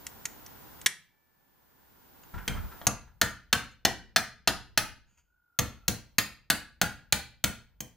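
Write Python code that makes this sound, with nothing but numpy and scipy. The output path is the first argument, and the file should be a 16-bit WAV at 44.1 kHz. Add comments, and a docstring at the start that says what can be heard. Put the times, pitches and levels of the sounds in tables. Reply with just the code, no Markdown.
"""Hammering sheet steel on a vise

Pliers tick and snap open, a folded sheet is handled onto a vise, then hammered in two runs of seven blows,
with three lighter touches. Each contact is a noise clack, decaying vise modes, a zing of the sheet and a bench
thump; decaying noise answers as a small workshop. The camera's gain control ducks at loud blows and creeps
back, moving the hiss and a thin electronic whine with it; a faint fluttering tone sags as the second run starts.
"""
import sys
import numpy as np
from scipy import signal
from scipy.fft import rfft, irfft, next_fast_len
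from scipy.io import wavfile
from scipy.ndimage import uniform_filter1d, minimum_filter1d

SR = 44100
rng = np.random.default_rng(int(sys.argv[2]) if len(sys.argv) > 2 else 0)


def inscribe(sig):
    """Save sig as 16-bit PCM at rate SR to the path in sys.argv[1].

    A 1-D sig is mono; a 2-D sig holds one channel per row.
    Samples are clipped to [-1, 1] before scaling.
    """
    pcm = np.round(np.clip(np.atleast_2d(sig).T, -1, 1) * 32767)
    wavfile.write(sys.argv[1], SR, pcm.astype(np.int16))


N = 351036
TIME = np.arange(N) / SR
# Low rumble spectrum. Each row: frequency in Hz, relative density in dB per Hz.
RUMBLE_SPECTRUM = [(20, -13), (45, 4.5), (70, 4.5), (110, -8.5), (180, -8), (300, -26), (900, -27),
                   (3000, -72.5)]


def amp(db):
    """Amplitude ratio of a level in dB."""
    return 10 ** (np.asarray(db) / 20)


def unit(x):
    """Scale to rms 1."""
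    return x / np.sqrt(np.mean(x ** 2) + 1e-20)


def along(points, hz):
    """Interpolate (Hz, value) points on a log frequency axis."""
    point_hz, value = np.transpose(points)
    return np.interp(np.log(hz + 1), np.log(point_hz + 1), value)


def filtered(x, response):
    """Multiply the spectrum of x by a response of frequency, zero-padded."""
    n = x.shape[-1]
    padded = next_fast_len(n + 4096)
    hz = np.fft.rfftfreq(padded, 1 / SR)
    return irfft(rfft(x, padded) * response(hz), padded)[..., :n]


def noise(spectrum, shape):
    """Gaussian noise shaped to a spectrum, rms 1."""
    white = rng.standard_normal(shape)
    return unit(filtered(white, lambda hz: amp(along(spectrum, hz))))


def fade(t, t60_s):
    """Exponential decay, 60 dB in t60_s."""
    return np.exp(-np.log(1000) * t / t60_s)


def swell(t, rise_s, t60_s):
    """Soft exponential rise under a decay."""
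    return (1 - np.exp(-t / rise_s)) * fade(t, t60_s)


def hump(hz, centre_hz, db, width):
    """Broad resonance added to unity; width is a share of its centre."""
    return 1 + amp(db) / (1 + ((hz - centre_hz) / (width * centre_hz)) ** 2)


def ring(modes, t, scatter_db, detune):
    """Sum of damped sines from near rms 1; strengths and pitches scatter per contact."""
    hz, db, t60_s = np.transpose(modes)[:, :, None]
    size, shift, phase = rng.standard_normal((3, len(modes), 1))
    gain = amp(db + scatter_db * size)
    waves = np.sin(2 * np.pi * (hz * (1 + detune * shift) * t + phase))
    return np.sum(gain * waves * fade(t, t60_s), axis=0) / np.sqrt(np.sum(gain ** 2) / 2)


def spread(make, side_db):
    """Two draws of a sound as the common and the opposed part of the ports."""
    return make() + amp(side_db) * make() * np.array([[1], [-1]])


def add(track, start_s, sound):
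    """Mix a sound in at start_s, cut at the track's end."""
    part = track[:, round(start_s * SR):][:, :sound.shape[-1]]
    part += sound[..., :part.shape[1]]


def in_workshop(sound, wet_db, close=0):
    """Direct sound at two ports plus a diffuse noise tail; the close part reaches the room more weakly."""
    # Each row: frequency in Hz, decay t60 in s.
    room_t60 = [(100, 0.7), (300, 0.24), (700, 0.27), (1500, 0.35), (4300, 0.35), (7000, 0.27),
                (12000, 0.24), (15000, 0.22)]
    # Each row: frequency in Hz, relative tail level in dB.
    room_colour = [(100, 6.5), (600, 3), (1500, 1.5), (3500, -6), (6500, -4), (12000, -5), (14000, -8.5)]
    # Each row: frequency in Hz, side minus mid in dB.
    room_side = [(100, 4), (400, -18.5), (1000, -14.5), (2400, -10), (4400, -5), (8000, 0.5)]
    # Each row: frequency in Hz, phase by which left leads in radians.
    port_phase = [(1000, 0.17), (4000, .5), (7000, 0.65), (8000, 1.4), (10700, 2.2), (12300, 0.34),
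                  (13700, -2.1)]
    close_db, build_s = -7, 0.004

    hz, t, bins = signal.stft(rng.standard_normal((2, SR * 5 // 8)), SR, nperseg=256)
    decay = fade(t, along(room_t60, hz)[:, None])
    mid, side = signal.istft(bins * decay, SR, nperseg=256)[1]
    side = filtered(side, lambda f: amp(along(room_side, f)))
    build_up = 1 - np.exp(-np.arange(len(mid)) / SR / build_s)
    tail = np.array([mid + side, mid - side]) * build_up
    tail = filtered(tail / np.linalg.norm(mid), lambda f: amp(wet_db + along(room_colour, f)))

    heard = signal.fftconvolve((sound + amp(close_db) * close)[None], tail, axes=1)
    half_lead = np.array([[0.5], [-0.5]])
    add(heard, 0, filtered(sound + close, lambda f: np.exp(1j * half_lead * along(port_phase, f))))
    return heard


def background():
    """Two-channel noise hiss, a steady sine whine, and a sagging sine with amplitude flutter."""
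    # Each row: frequency in Hz, relative density in dB per Hz.
    hiss_spectrum = [(15, -37), (25, -7), (68, 0), (286, -4), (632, -10), (916, -4), (1260, -12),
                     (1400, -8), (2250, -17), (11900, -25), (14000, -32)]
    whine_hz = 14835.3
    start_s, end_s, attack_s, release_s = 5.23, 5.93, 0.1, 0.08
    start_hz, sag_hz_per_s, waver_hz = 1470, 160, 35

    since_s = TIME - start_s
    held = np.clip(np.minimum(since_s / attack_s, (end_s - TIME) / release_s), 0, 1)
    waver = unit(uniform_filter1d(rng.standard_normal(N), size=300))
    tone_hz = start_hz - sag_hz_per_s * since_s + waver_hz * waver
    flutter_hz = 50 + 12 * waver
    flutter = 1 + 0.7 * np.sin(2 * np.pi * np.cumsum(flutter_hz) / SR)
    tone = amp(-41.5) * held * flutter * np.sin(2 * np.pi * np.cumsum(tone_hz) / SR)

    whine = amp(-54.5) * np.sin(2 * np.pi * whine_hz * TIME)
    hiss = amp(-52.3) * noise(hiss_spectrum, (2, N))
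    return hiss + whine + tone


def handling():
    """Hand bumps on the vise rumble; the sheet rubs as it catches and scrapes as it slides."""
    # Hand bumps. Each row: start in s, level in dB.
    bumps = [(2.335, -31), (2.489, -29.5), (2.543, -29), (2.624, -39.5)]
    # Sheet catching under the fingers. Each row: start in s, level in dB.
    catches = [(2.339, -38.5), (2.378, -35.5), (2.57, -41.5), (2.712, -41), (3.073, -31)]
    # Sheet sliding on the vise. Each row: start in s, level in dB, fade t60 in s.
    slides = [(2.233, -36.5, 0.024), (3.709, -18.5, .08), (5.06, -28, 0.49), (5.172, -18.5, 0.11)]
    # Dull rub. Each row: frequency in Hz, relative density in dB per Hz.
    rub_spectrum = [(200, -12.5), (700, -20.5), (950, -5), (1130, -15), (1380, -3), (1750, -12.5),
                    (3000, -23), (14000, -40.5)]
    # Sheet dragged over steel. Each row: frequency in Hz, relative density in dB per Hz.
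    scrape_spectrum = [(1000, -33), (2500, -0.5), (3250, -5), (3900, -28), (4700, -4), (5500, -22.5),
                       (6700, 4.5), (7800, -16), (9000, -15.5), (16000, -21)]
    bump_rise_s, bump_t60_s, bump_rub_db = 0.0082, 0.34, -12.5
    catch_rise_s, catch_t60_s = 0.004, 0.09
    slide_rub_db, slide_rise_share = -5.5, 0.15  # rise as a share of the fade t60

    out, t = np.zeros((2, N)), np.arange(SR // 2) / SR
    for start_s, db in bumps:
        rumble = spread(lambda: noise(RUMBLE_SPECTRUM, len(t)), side_db=0.5)
        bump = rumble + amp(bump_rub_db) * noise(rub_spectrum, len(t))
        add(out, start_s, amp(db) * bump * swell(t, bump_rise_s, bump_t60_s))
    for start_s, db in catches:
        rub = noise(rub_spectrum, len(t)) * swell(t, catch_rise_s, catch_t60_s)
        add(out, start_s, amp(db) * in_workshop(rub, wet_db=-2))
    for start_s, db, t60_s in slides:
        scrape = noise(scrape_spectrum, len(t)) + amp(slide_rub_db) * noise(rub_spectrum, len(t))
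        scrape = scrape * swell(t, slide_rise_share * t60_s, t60_s)
        add(out, start_s, amp(db) * in_workshop(scrape, wet_db=-17))
    return out


def pliers():
    """Jaws tick, then spring open in a double snap: noise clicks, a jaw mode and a faint one-second ring."""
    # Each row: start in s, relative level in dB, brightest frequency in Hz.
    clicks = [(0.0666, -37, 7700), (0.2542, -30, 6460), (0.463, -47.5, 5560), (0.8144, -46.5, 7970),
              (0.8609, 8, 3300), (0.8642, 8, 1883)]
    # Each row: frequency in Hz, relative density in dB per Hz.
    snap_spectrum = [(100, -18.5), (900, -14.5), (1400, -6.5), (1950, 3.5), (2600, -1), (3300, 0.5),
                     (4500, -3.5), (6000, 1), (8000, -1.5), (9600, -3.5), (11600, -1), (13400, -22.5),
                     (15000, -14.5)]
    # Each row: mode frequency in Hz, relative level in dB, t60 in s.
    plier_modes = [(1750, -9, 4.2), (2310, 1, 1.3), (3460, -8.5, 0.61), (4060, -8, 0.49),
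                   (7400, -3.5, 0.93), (8230, -14, 0.31)]
    click_t60_s, jaw_db, jaw_t60_s, attack_s = 0.028, -9, 0.023, 0.0003

    out, t, ring_t = np.zeros((2, N)), np.arange(SR // 12) / SR, np.arange(SR) / SR
    attack = 1 - np.exp(-t / attack_s)
    for start_s, db, bright_hz in clicks:
        snap = noise(snap_spectrum, len(t))
        snap = unit(filtered(snap, lambda hz: hump(hz, bright_hz, db=2, width=0.08)))
        jaw = amp(jaw_db) * ring([(bright_hz, 0, jaw_t60_s)], t, scatter_db=0, detune=0)
        click = (snap * fade(t, click_t60_s) + jaw) * attack
        add(out, start_s, amp(db + 7.5) * in_workshop(click, wet_db=-12.5))
        add(out, start_s, amp(db - 55.5) * ring(plier_modes, ring_t, scatter_db=1, detune=0))
    return out


def thump():
    """Heavy bench swells into its damped modes; loose things thud on it and a low rumble lingers."""
    # Each row: mode frequency in Hz, relative level in dB, t60 in s.
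    bench_modes = [(49.4, -11, 0.2), (71, -4, 0.36), (108.7, 1, 0.23), (120.7, -5.5, 0.49),
                   (177.8, 1, 0.21), (203, 2, 0.27), (230.5, -2.5, 0.35), (289.3, -4.5, 0.31),
                   (489.5, -4.5, 0.26)]
    # Loose things on the bench. Each row: frequency in Hz, relative density in dB per Hz.
    thud_spectrum = [(25, -15.5), (65, -1), (120, 2), (220, -4.5), (380, -12), (680, -12.5), (1000, -19),
                     (2500, -62)]
    t = np.arange(SR) / SR
    modes = amp(-1) * ring(bench_modes, t, scatter_db=1, detune=0.015)
    thud = amp(-0.5) * noise(thud_spectrum, len(t)) * fade(t, 0.29)
    rumble = amp(-19) * noise(RUMBLE_SPECTRUM, len(t)) * fade(t, 1.0)
    return (modes + thud + rumble) * (1 - np.exp(-t / 0.00085))


def hammer():
    """Steel on steel: noise crack and clack with a rebound slap, sheet zing, vise modes and bench thump."""
    # Contacts on the vise. 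Each row: start in s, relative force in dB, relative vise ring in dB,
    # relative sheet zing in dB, tilt in dB per octave, resonance of the struck spot in Hz.
    blows = [(2.4783, -20.5, -11.5, -10.5, 2, 3110), (2.8141, -45.5, -9, -15.5, -6.5, 3320),
             (2.8682, 10, -15.5, 9, 0.6, 1225), (3.2141, 21, -5.5, -6.5, 2.33, 1540),
             (3.5279, 26, -7, -5.5, 1.7, 2780), (3.85, 27, -5, -2, -0.04, 2850),
             (4.1613, 29.5, -0.5, -7, 2.05, 4110), (4.4742, 24, -0.5, -2, 1.5, 4200),
             (4.7749, 29, -4, -7.5, 3, 4460), (5.5891, 14, -11.5, -1.5, 3.5, 1354),
             (5.8803, 13.5, -11.5, 0.5, 5.5, 2860), (6.183, 26, -4, -2.5, 3.5, 3940),
             (6.5008, 27, -6, -9.5, 3, 4360), (6.8144, 20.5, -8, -6, 2.7, 1640),
             (7.124, 26, -10, -2, 2, 3460), (7.4402, 22, -13, -5.5, 4.5, 3300),
             (7.8047, -2.5, -14, 3, 6, 3050)]
    # Each row: frequency in Hz, relative density in dB per Hz.
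    clack_spectrum = [(60, -11.5), (300, -4), (450, -8.5), (720, 4), (1050, -3.5), (1450, 3.5),
                      (2300, -0.5), (3800, -3.5), (5400, -6.5), (7800, -10.5), (10000, -12), (12000, -11),
                      (13500, -22.5), (15000, -9)]
    # Each row: frequency in Hz, relative density in dB per Hz.
    zing_spectrum = [(1000, -40), (3200, -15), (5300, -17), (6000, -6), (6600, 0), (7150, -7), (8200, -16),
                     (11800, -13), (16000, -30)]
    # Vise with the sheet on it. Each row: mode frequency in Hz, relative level in dB, t60 in s.
    vise_modes = [(668, -8, .07), (1224, -8, .07), (1410, -6, .04), (1505, -5, .04), (1678, -4, .06),
                  (1835, -2, .06), (2070, -8, .04), (2670, -1, .035), (2860, -6, .03), (3168, -5, .08),
                  (3552, -2, .08), (3852, -6, .05), (4232, 2, .06), (4410, -4, .035), (4842, -9, .06),
                  (5008, -7, .05), (5835, -7, .06)]
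    # A squarer blow rings more and clacks longer: t60 at 0 dB ring, dB per dB.
    clack_t60_s, clack_lengthens = 0.094, 0.98
    # Thump at 0 dB force, dB per dB of force; cap relative to force, for light touches.
    thump_db, thump_grows, thump_light_db = -5, 0.34, -13
    # Spot resonance at 0 dB force; harder blows swamp it, dB per dB.
    spot_db, spot_fades = 2, 0.12

    out, t = np.zeros((2, N)), np.arange(SR // 8) / SR
    attack = 1 - np.exp(-t / 0.0006)
    for start_s, force_db, ring_db, zing_db, tilt_db, spot_hz in blows:
        # the sheet springs up and slaps the vise again about 5 ms later
        since_slap_s = t - rng.uniform(0.0052, 0.0053)
        slap = amp(-4) * (since_slap_s > 0) * fade(np.abs(since_slap_s), 0.0062)
        body = amp(-7) * fade(t, clack_t60_s * amp(clack_lengthens * ring_db))
        crack = amp(0.5) * fade(t, 0.017)
        clack = noise(clack_spectrum, len(t)) * (body + crack + slap)
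        spot_gain_db = spot_db - spot_fades * force_db
        clack = filtered(clack, lambda hz: hump(hz, spot_hz, db=spot_gain_db, width=0.06))
        clack = filtered(clack, lambda hz: amp(tilt_db * np.log2((hz + 300) / 3500)))

        zing = amp(zing_db + 0.5) * noise(zing_spectrum, len(t)) * fade(t, 0.031)
        vise = amp(ring_db + 1.5) * ring(vise_modes, t, scatter_db=2, detune=0.002)
        # the clack fills the room; the ringing is heard mostly from close by
        strike = in_workshop(clack * attack, wet_db=-4, close=(vise + zing) * attack)
        add(out, start_s, amp(force_db - 0.5) * strike)
        push_db = min(thump_db + thump_grows * force_db, force_db + thump_light_db)
        add(out, start_s, amp(push_db) * spread(thump, side_db=-7.5))
    return out * amp([[0.3], [-0.3]])  # dB, left slightly louder


def scene():
    """Sum of all sources, two channels."""
    return background() + handling() + pliers() + hammer()


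def gain_control(x, threshold_db=-18, share=0.89, release_db_per_s=16):
    """Duck at once by a share of the excess level, then recover at a constant dB rate."""
    power = np.abs(uniform_filter1d(np.mean(x ** 2, axis=0), size=176))  # 4 ms
    excess_db = np.maximum(10 * np.log10(power + 1e-12) - threshold_db, 0)
    recovery_db = release_db_per_s * TIME
    duck_db = np.maximum.accumulate(share * excess_db + recovery_db) - recovery_db
    gain_db = minimum_filter1d(-duck_db, size=260)  # widen ducks by 3 ms each way
    return x * amp(uniform_filter1d(gain_db, size=88))  # smooth over 2 ms


def record(dry):
    """The camera rides its gain, then cuts steeply above its band limit."""
    top_hz = 15700
    return filtered(gain_control(dry), lambda hz: 1 / np.sqrt(1 + (hz / top_hz) ** 160))


dry = scene()
out = record(dry)
inscribe(out)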